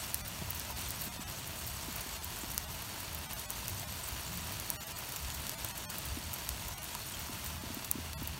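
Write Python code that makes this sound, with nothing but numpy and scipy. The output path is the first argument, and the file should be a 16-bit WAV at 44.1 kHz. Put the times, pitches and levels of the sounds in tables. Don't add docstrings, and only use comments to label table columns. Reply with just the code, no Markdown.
import sys
import numpy as np
from scipy import signal
from scipy.fft import rfft, irfft, next_fast_len
from scipy.io import wavfile
from scipy.ndimage import uniform_filter1d, map_coordinates

SR = 44100
rng = np.random.default_rng(int(sys.argv[2]) if len(sys.argv) > 2 else 0)


def file_out(sig):
    cols = np.atleast_2d(sig).T
    lim = np.clip(cols, -1, 1)
    pcm = np.round(lim * 32767).astype(np.int16)
    wavfile.write(sys.argv[1], SR, pcm)


N = 369999
TIME = np.arange(N) / SR

# freq_hz, gain_db
RUMBLE_EQ = [(20, -45), (35, -9.5), (50, -2.5), (72, 0), (100, -3.5), (150, -8), (220, -13), (330, -26.5),
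             (600, -39.5), (1500, -75)]
# crest_s, half_length_s, level_db, pitch_hz
WIND_GUSTS = [(0.2, .04, -48, 75), (0.43, .04, -46, 90), (0.52, .04, -47, 85), (0.75, .045, -44, 70),
              (0.87, .04, -44, 88), (1.72, .08, -47.5, 75), (2.54, .04, -47.5, 65), (2.67, .04, -49, 85),
              (3.17, .035, -45, 70), (3.57, .05, -49, 55), (3.79, .12, -45, 96), (4.15, .04, -46.5, 84),
              (4.34, .07, -47.5, 168), (4.44, .06, -46, 86), (4.58, .04, -49, 92), (5.255, .035, -41.5, 70),
              (5.39, .04, -46.5, 70), (5.62, .05, -48, 58), (6.11, .05, -39.5, 76), (6.29, .03, -41.5, 76),
              (6.52, .035, -41.5, 62), (6.71, .05, -48, 50), (7.53, .09, -43.5, 75), (8.05, .08, -48, 80),
              (8.17, .04, -47.5, 150), (8.28, .05, -44.5, 80)]
# start_s, level_db, nominal_pitch_hz, t60_s
HAND_BUMPS = [(0.415, -30, 165, 0.036), (1.071, -38, 235, 0.03), (1.19, -38.5, 260, 0.041),
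              (1.881, -38.5, 288, 0.037), (2.06, -40.5, 261, .025), (2.433, -37, 264, 0.033),
              (6.169, -35.5, 275, 0.041), (7.293, -36.5, 245, 0.033), (7.634, -36, 248, 0.027),
              (7.7, -37, 272, 0.037), (7.768, -33.5, 257, 0.029), (7.952, -33, 253, 0.034),
              (7.983, -35, 274, 0.03), (8.217, -35.5, 261, 0.029)]
# freq_hz, gain_db
SCUFF_EQ = [(60, -4), (200, 16), (400, 8), (800, -2), (1200, -7), (3000, -61)]
# freq_hz, gain_db
WASH_EQ = [(100, -23), (280, 1.5), (480, -1.5), (700, -0.5), (1300, 1), (2000, -1), (3000, -1.5),
           (4500, -1), (7000, -5.5), (10000, -7), (16000, -9)]
# freq_hz, gain_db
PATTER_EQ = [(300, -29), (1500, -14), (4000, -6), (8000, -0.5), (11500, -9), (12500, -3), (13600, -1.5),
             (14600, -4), (16000, -18)]
# time_s, level_db
PATTER_FADER = [(0.0, -49), (0.4, -53.5), (0.55, -53.5), (0.85, -48), (1.0, -49), (1.5, -54), (1.65, -50),
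                (2.5, -52.5), (3.05, -54.5), (3.35, -50.5), (7.3, -51.5), (8.38, -64)]
# centre_s, depth_db
HISS_DIPS = [(0.232, 13), (0.745, 9), (1.105, 10), (1.19, 10), (1.255, 12), (2.2, 7), (2.665, 9),
             (3.28, 11), (3.35, 9), (3.475, 13), (3.86, 8), (4.786, 34), (4.86, 10), (4.945, 8),
             (5.565, 10), (5.735, 12), (5.875, 32), (6.76, 10), (6.805, 10), (7.3, 4), (7.6, 5),
             (8.158, 32)]
# start_s, level_db (before trim), pitch_hz
RINGING_DRIPS = [(0.858, -38, 3480), (1.011, -33, 13400), (1.051, -32, 13800), (3.332, -33, 13700),
                 (4.034, -32, 8260), (7.014, -37, 4370), (7.138, -35, 3160)]
# start_s, level_db
METAL_HITS = [(7.975, -54), (8.06, -58), (8.205, -57), (8.246, -51)]
# pitch_hz, gain_db, t60_s
METAL_MODES = [(2850, -5, 0.27), (2850, -11, .25), (3000, -7, .2)]
# start_s, level_db
BOARD_HITS = [(0.683, -44), (0.702, -40), (4.712, -42), (5.649, -40), (6.69, -45), (6.952, -38)]
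# pitch_hz, gain_db, t60_s
BOARD_MODES = [(980, 0, .028), (1300, -6, .018), (1750, -7, .015)]
# freq_hz, gain_db
ICE_EQ = [(200, -14), (800, -6), (2700, -7), (4200, 2), (6000, 6.5), (10000, 8), (13000, 11), (16000, 9)]
# start_s, level_db (before trim), tilt_db_per_octave, spray_db
RAIL_HITS = [(0.1445, -23.5, 2, -49), (0.28, -32.5, 9, -53), (0.5066, -25, 13, -45), (0.548, -38, 0, -52),
             (0.559, -34.5, 14, -58), (0.5973, -32.5, 1, -56), (0.9065, -30, 4, -57),
             (1.0105, -32, 18, -48), (1.019, -35, 1, -57), (1.59, -37.5, 12, -57), (1.667, -37.5, 10, -54),
             (1.9622, -33.5, 6, -56), (2.2453, -34, 4, -54), (2.389, -37.5, 6, -57),
             (2.5459, -28.5, 15, -58), (2.579, -25, -2, -57), (3.1478, -31, 7, -58), (3.3328, -36, 5, -53),
             (3.5045, -30, 1, -58), (3.6817, -31, 1, -56), (3.797, -36.5, 2, -57), (4.0886, -33.5, 5, -53),
             (4.342, -37, 11, -57), (4.523, -37, 6, -56), (4.5994, -34.5, -1, -53), (4.7024, -24.5, 0, -49),
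             (5.122, -36.5, 3, -56), (5.1618, -35.5, -6, -57), (5.3027, -37.5, -7, -58),
             (5.468, -36.5, -6, -57), (5.4947, -31, -2, -58), (5.6474, -31, -4, -57), (5.9, -40, -1, -49),
             (5.9843, -31.5, 9, -46), (6.333, -35.5, 5, -54), (6.3392, -32.5, 3, -46),
             (6.491, -28, -2, -58), (6.843, -37.5, 3, -55), (6.9507, -35, -6, -58), (7.4444, -35, 9, -52),
             (7.462, -37.5, -2, -57), (7.746, -35.5, 5, -57), (7.858, -37, 12, -58),
             (7.9141, -20.5, 1.5, -58), (8.132, -39, -8, -57), (8.2747, -30, 6, -56)]
# pitch_hz, gain_db, t60_s
RAIL_MODES = [(1160, 4, 0.014), (1850, 6, 0.014), (2800, 10, 0.011), (5900, 15, 0.006)]
# centre_hz, width_hz, gain_db
PORT_EQ = [(490, 25, -2), (665, 79, 4.5), (940, 106, 5), (2770, 320, 2.5), (3960, 170, -1.5),
           (4700, 350, 1), (5010, 180, -6), (7410, 120, -9.5), (7320, 124, 4), (10370, 260, -4)]

WASH_DB, WASH_FOLLOWS = -45, 0.14
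SMEAR_S = .0004
BAND_LIMIT_HZ = 15780


def amp(db):
    return 10 ** (np.asarray(db) / 20)


def unit(x):
    return x / np.sqrt(np.mean(x ** 2) + 1e-20)


def decay(t, t60_s):
    return amp(-60 * t / t60_s)


def wobble(per_s):
    return map_coordinates(rng.standard_normal(int(N * per_s / SR) + 4), [TIME * per_s])


def wandering(hz, width, size):
    waver = np.cumsum(rng.standard_normal(size)) * np.sqrt(2 * np.pi * width * hz / SR)
    return np.sin(2 * np.pi * hz * np.arange(size) / SR + waver)


def shaped(x, db_of_hz):
    n = x.shape[-1]
    m = 2 * next_fast_len(n // 2 + 2048)
    cepstrum = irfft(np.log(amp(db_of_hz(np.fft.rfftfreq(m, 1 / SR)))), m)
    cepstrum[1:m // 2] *= 2
    cepstrum[m // 2 + 1:] = 0
    return irfft(rfft(x, m) * np.exp(rfft(cepstrum)), m)[..., :n]


def coloured(x, eq):
    freq_hz, gain_db = np.transpose(eq)
    return unit(shaped(x, lambda hz: np.interp(np.log(hz + 1), np.log(freq_hz), gain_db)))


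def add(track, start_s, sound):
    part = track[max(round(start_s * SR), 0):][:len(sound)]
    part += sound[:len(part)]


def scatter(grains, when, chance, spread_db):
    weight = amp(-spread_db * np.log(np.maximum(chance, .01)))
    at = (when * N).astype(int)[:, None] + np.arange(grains.shape[1])
    return unit(np.bincount(at.ravel(), (weight[:, None] * grains).ravel(), N)[:N])


def rumble(deep_db=-51.3, body_db=-47, crossover_hz=105):
    noise = coloured(rng.standard_normal(N), RUMBLE_EQ)
    deep = signal.sosfiltfilt(signal.butter(4, crossover_hz, fs=SR, output="sos"), noise)
    body = noise - deep
    return amp(deep_db + 2 * wobble(per_s=14)) * deep + amp(body_db + 1.2 * wobble(per_s=7)) * body


def gusts(turbulence_db=-8):
    track = np.zeros(N)
    turbulence = amp(turbulence_db) * coloured(rng.standard_normal(N), RUMBLE_EQ)
    for crest_s, half_s, db, hz in WIND_GUSTS:
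        span = np.abs(TIME - crest_s) < 3 * half_s
        swell = np.exp(-((TIME[span] - crest_s) / half_s) ** 2 / 2)
        flutter = unit(wandering(hz, width=.12, size=span.sum()))
        track[span] += amp(db) * swell * unit(flutter + turbulence[span])
    return signal.sosfilt(signal.butter(3, [42, 230], "bandpass", fs=SR, output="sos"), track)


def hand_bumps(size=4096):
    track, t = np.zeros(N), np.arange(size) / SR
    for start_s, db, hz, t60_s in HAND_BUMPS:
        sagging_hz = hz * 0.62 * (1 + np.exp(-t / 0.0096))
        phase = 2 * np.pi * np.cumsum(sagging_hz) / SR
        push = np.sin(phase) * (1 - np.exp(-t / 0.0029)) * decay(t, t60_s)
        scuff = coloured(rng.standard_normal(size), SCUFF_EQ) * decay(t, t60_s=0.054)
        scuff *= amp(-3 + 3.5 * (db + 29))
        add(track, start_s + 0.00197, amp(db) * (push / np.abs(push).max() + scuff))
    return track


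def splats(per_s, spread_db, t60_s, size=160):
    when, chance = rng.random((int(per_s * N / SR), 2)).T
    bursts = rng.standard_normal((len(when), size)) * decay(np.arange(size) / SR, t60_s)
    return scatter(bursts, when, chance, spread_db)


def bubbles(per_s, low_hz, high_hz, cycles, spread_db, size=320):
    when, pitch, life, chance = rng.random((int(per_s * N / SR), 4)).T
    turns = (low_hz + pitch * (high_hz - low_hz))[:, None] * np.arange(size) / SR
    decay_cycles = cycles * 2 ** (2 * life - 1)
    rings = np.sin(2 * np.pi * turns) * np.exp(-turns / decay_cycles[:, None])
    return scatter(rings, when, chance, spread_db)


def flurries(x, depth_db=3, full_depth_hz=10000):
    hz, _, spectra = signal.stft(x, SR, nperseg=256)
    drift = uniform_filter1d(rng.standard_normal(spectra.shape), size=14, axis=0)
    drift = unit(uniform_filter1d(drift, size=10, axis=1))
    swing_db = depth_db * np.minimum(hz / full_depth_hz, 1)[:, None]
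    return unit(signal.istft(spectra * amp(swing_db * drift), nperseg=256)[1][:N])


def far_wash(fader_db):
    level_db = WASH_DB + WASH_FOLLOWS * (fader_db - fader_db.mean())
    drops = splats(per_s=1200, spread_db=3.5, t60_s=0.0095) + amp(3) * rng.standard_normal(N)
    return amp(level_db + .6 * wobble(per_s=14)) * coloured(drops, WASH_EQ)


def near_patter(fader_db, trim_db=1.7):
    drops = splats(per_s=2200, spread_db=3.5, t60_s=0.0054)
    rings = bubbles(per_s=1100, low_hz=2800, high_hz=15500, cycles=17, spread_db=2.6)
    patter = flurries(coloured(drops + amp(-2.5) * rings, PATTER_EQ))
    return amp(fader_db + trim_db + wobble(per_s=26)) * patter


def ice_pellets(fader_db, trim_db=-2.5):
    return amp(fader_db + trim_db) * coloured(splats(per_s=60, spread_db=2, t60_s=0.0025), ICE_EQ)


def watery_dips(hiss, half_length_s=.016, count=12):
    t = np.arange(-SR // 20, SR // 20) / SR
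    gap = np.exp(-(t / half_length_s) ** 4)
    duck_db = np.zeros(N)
    for centre_s, depth_db in HISS_DIPS:
        add(duck_db, centre_s + t[0], depth_db * gap)
    track = hiss * amp(-duck_db)
    for centre_s, depth_db in HISS_DIPS:
        pitch, phase = rng.random((count, 2)).T
        hz = 600 * 22 ** ((np.arange(count) + pitch) / count)
        tones = np.sin(2 * np.pi * (hz[:, None] * t + phase[:, None])).sum(axis=0)
        crossfade = np.sqrt(1 - amp(-2 * depth_db * gap))
        add(track, centre_s + t[0], amp(WASH_DB - 4.5) * unit(tones) * crossfade)
    return track


def rain():
    fader_db = np.interp(TIME, *np.transpose(PATTER_FADER))
    return watery_dips(far_wash(fader_db) + near_patter(fader_db) + ice_pellets(fader_db))


def drips(trim_db=-2.5, size=2048):
    track, t = np.zeros(N), np.arange(size) / SR
    envelope = (1 - np.exp(-t / 0.0011)) * decay(t, t60_s=0.064)
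    for start_s, db, hz in RINGING_DRIPS:
        add(track, start_s, amp(db + trim_db) * wandering(hz, width=.025, size=size) * envelope)
    return track


def far_stones(hits, modes, size=16384):
    track, t = np.zeros(N), np.arange(size) / SR
    for start_s, level_db in hits:
        ring = sum(amp(db + rng.normal(0, 1.3)) * decay(t, t60_s) * np.sin(2 * np.pi * hz * t)
                   for hz, db, t60_s in modes)
        add(track, start_s, amp(level_db) * ring)
    return track


def contact(size, crush_db=-6):
    hz = np.fft.rfftfreq(size, 1 / SR)
    travel_s = SMEAR_S * rng.uniform(.6, 1.4)
    snap = irfft(np.exp(-4j * np.pi * travel_s * np.sqrt(8000 * hz)), size)
    crush = rng.standard_normal(size) * decay(np.arange(size) / SR, t60_s=.003)
    return unit(snap) + amp(crush_db) * unit(np.roll(crush, round(SMEAR_S * SR)))


def ice_colour(x, tilt_db):
    tilted = shaped(x, lambda hz: tilt_db * np.log2(np.maximum(hz, 3500) / 8000))
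    return coloured(tilted, ICE_EQ)


def hailstone(level_db, tilt_db, spray_db, trim_db=-12.8, size=3072):
    t = np.arange(size) / SR
    droplets = rng.standard_normal(size) * amp(4 * rng.standard_normal(size))
    spray = droplets * (1 - np.exp(-t / 0.0037)) * decay(t, t60_s=0.025)
    knock = np.zeros(size)
    for hz, db, t60_s in RAIL_MODES:
        envelope = amp(db + rng.normal(0, 2.1)) * decay(t, t60_s)
        knock += envelope * np.sin(2 * np.pi * hz * rng.normal(1, 0.059) * t)
    knock_db = -19 - 2 * max(tilt_db, 0)
    blow = ice_colour(contact(size), tilt_db) + amp(knock_db) * unit(knock)
    return amp(level_db + trim_db) * blow + amp(spray_db) * ice_colour(spray, tilt_db)


def rail_hail(small_per_s=3, small_db=-41.5, small_tilt_db=6, small_spray_db=-48.5):
    track = np.zeros(N)
    small = [(when * N / SR, small_db + 4 * (weight - .5),
              small_tilt_db + 16 * (hardness - .5), small_spray_db)
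             for when, weight, hardness in rng.random((int(small_per_s * N / SR), 3))]
    for start_s, db, tilt_db, spray_db in RAIL_HITS + small:
        add(track, start_s - SMEAR_S / 2, hailstone(db, tilt_db, spray_db))
    return track


def scene():
    stones = rail_hail() + far_stones(BOARD_HITS, BOARD_MODES) + far_stones(METAL_HITS, METAL_MODES)
    return np.tile(rain() + rumble() + gusts() + drips() + hand_bumps() + stones, (2, 1))


def record(dry):
    port_db = lambda f: sum(db * np.exp(-((f - hz) / width) ** 2) for hz, width, db in PORT_EQ)
    m = next_fast_len(N + SR // 4)
    spectrum = rfft(shaped(dry, port_db), m)
    return irfft(spectrum * (np.fft.rfftfreq(m, 1 / SR) < BAND_LIMIT_HZ), m)[:, :N]


dry = scene()
out = record(dry)
file_out(out)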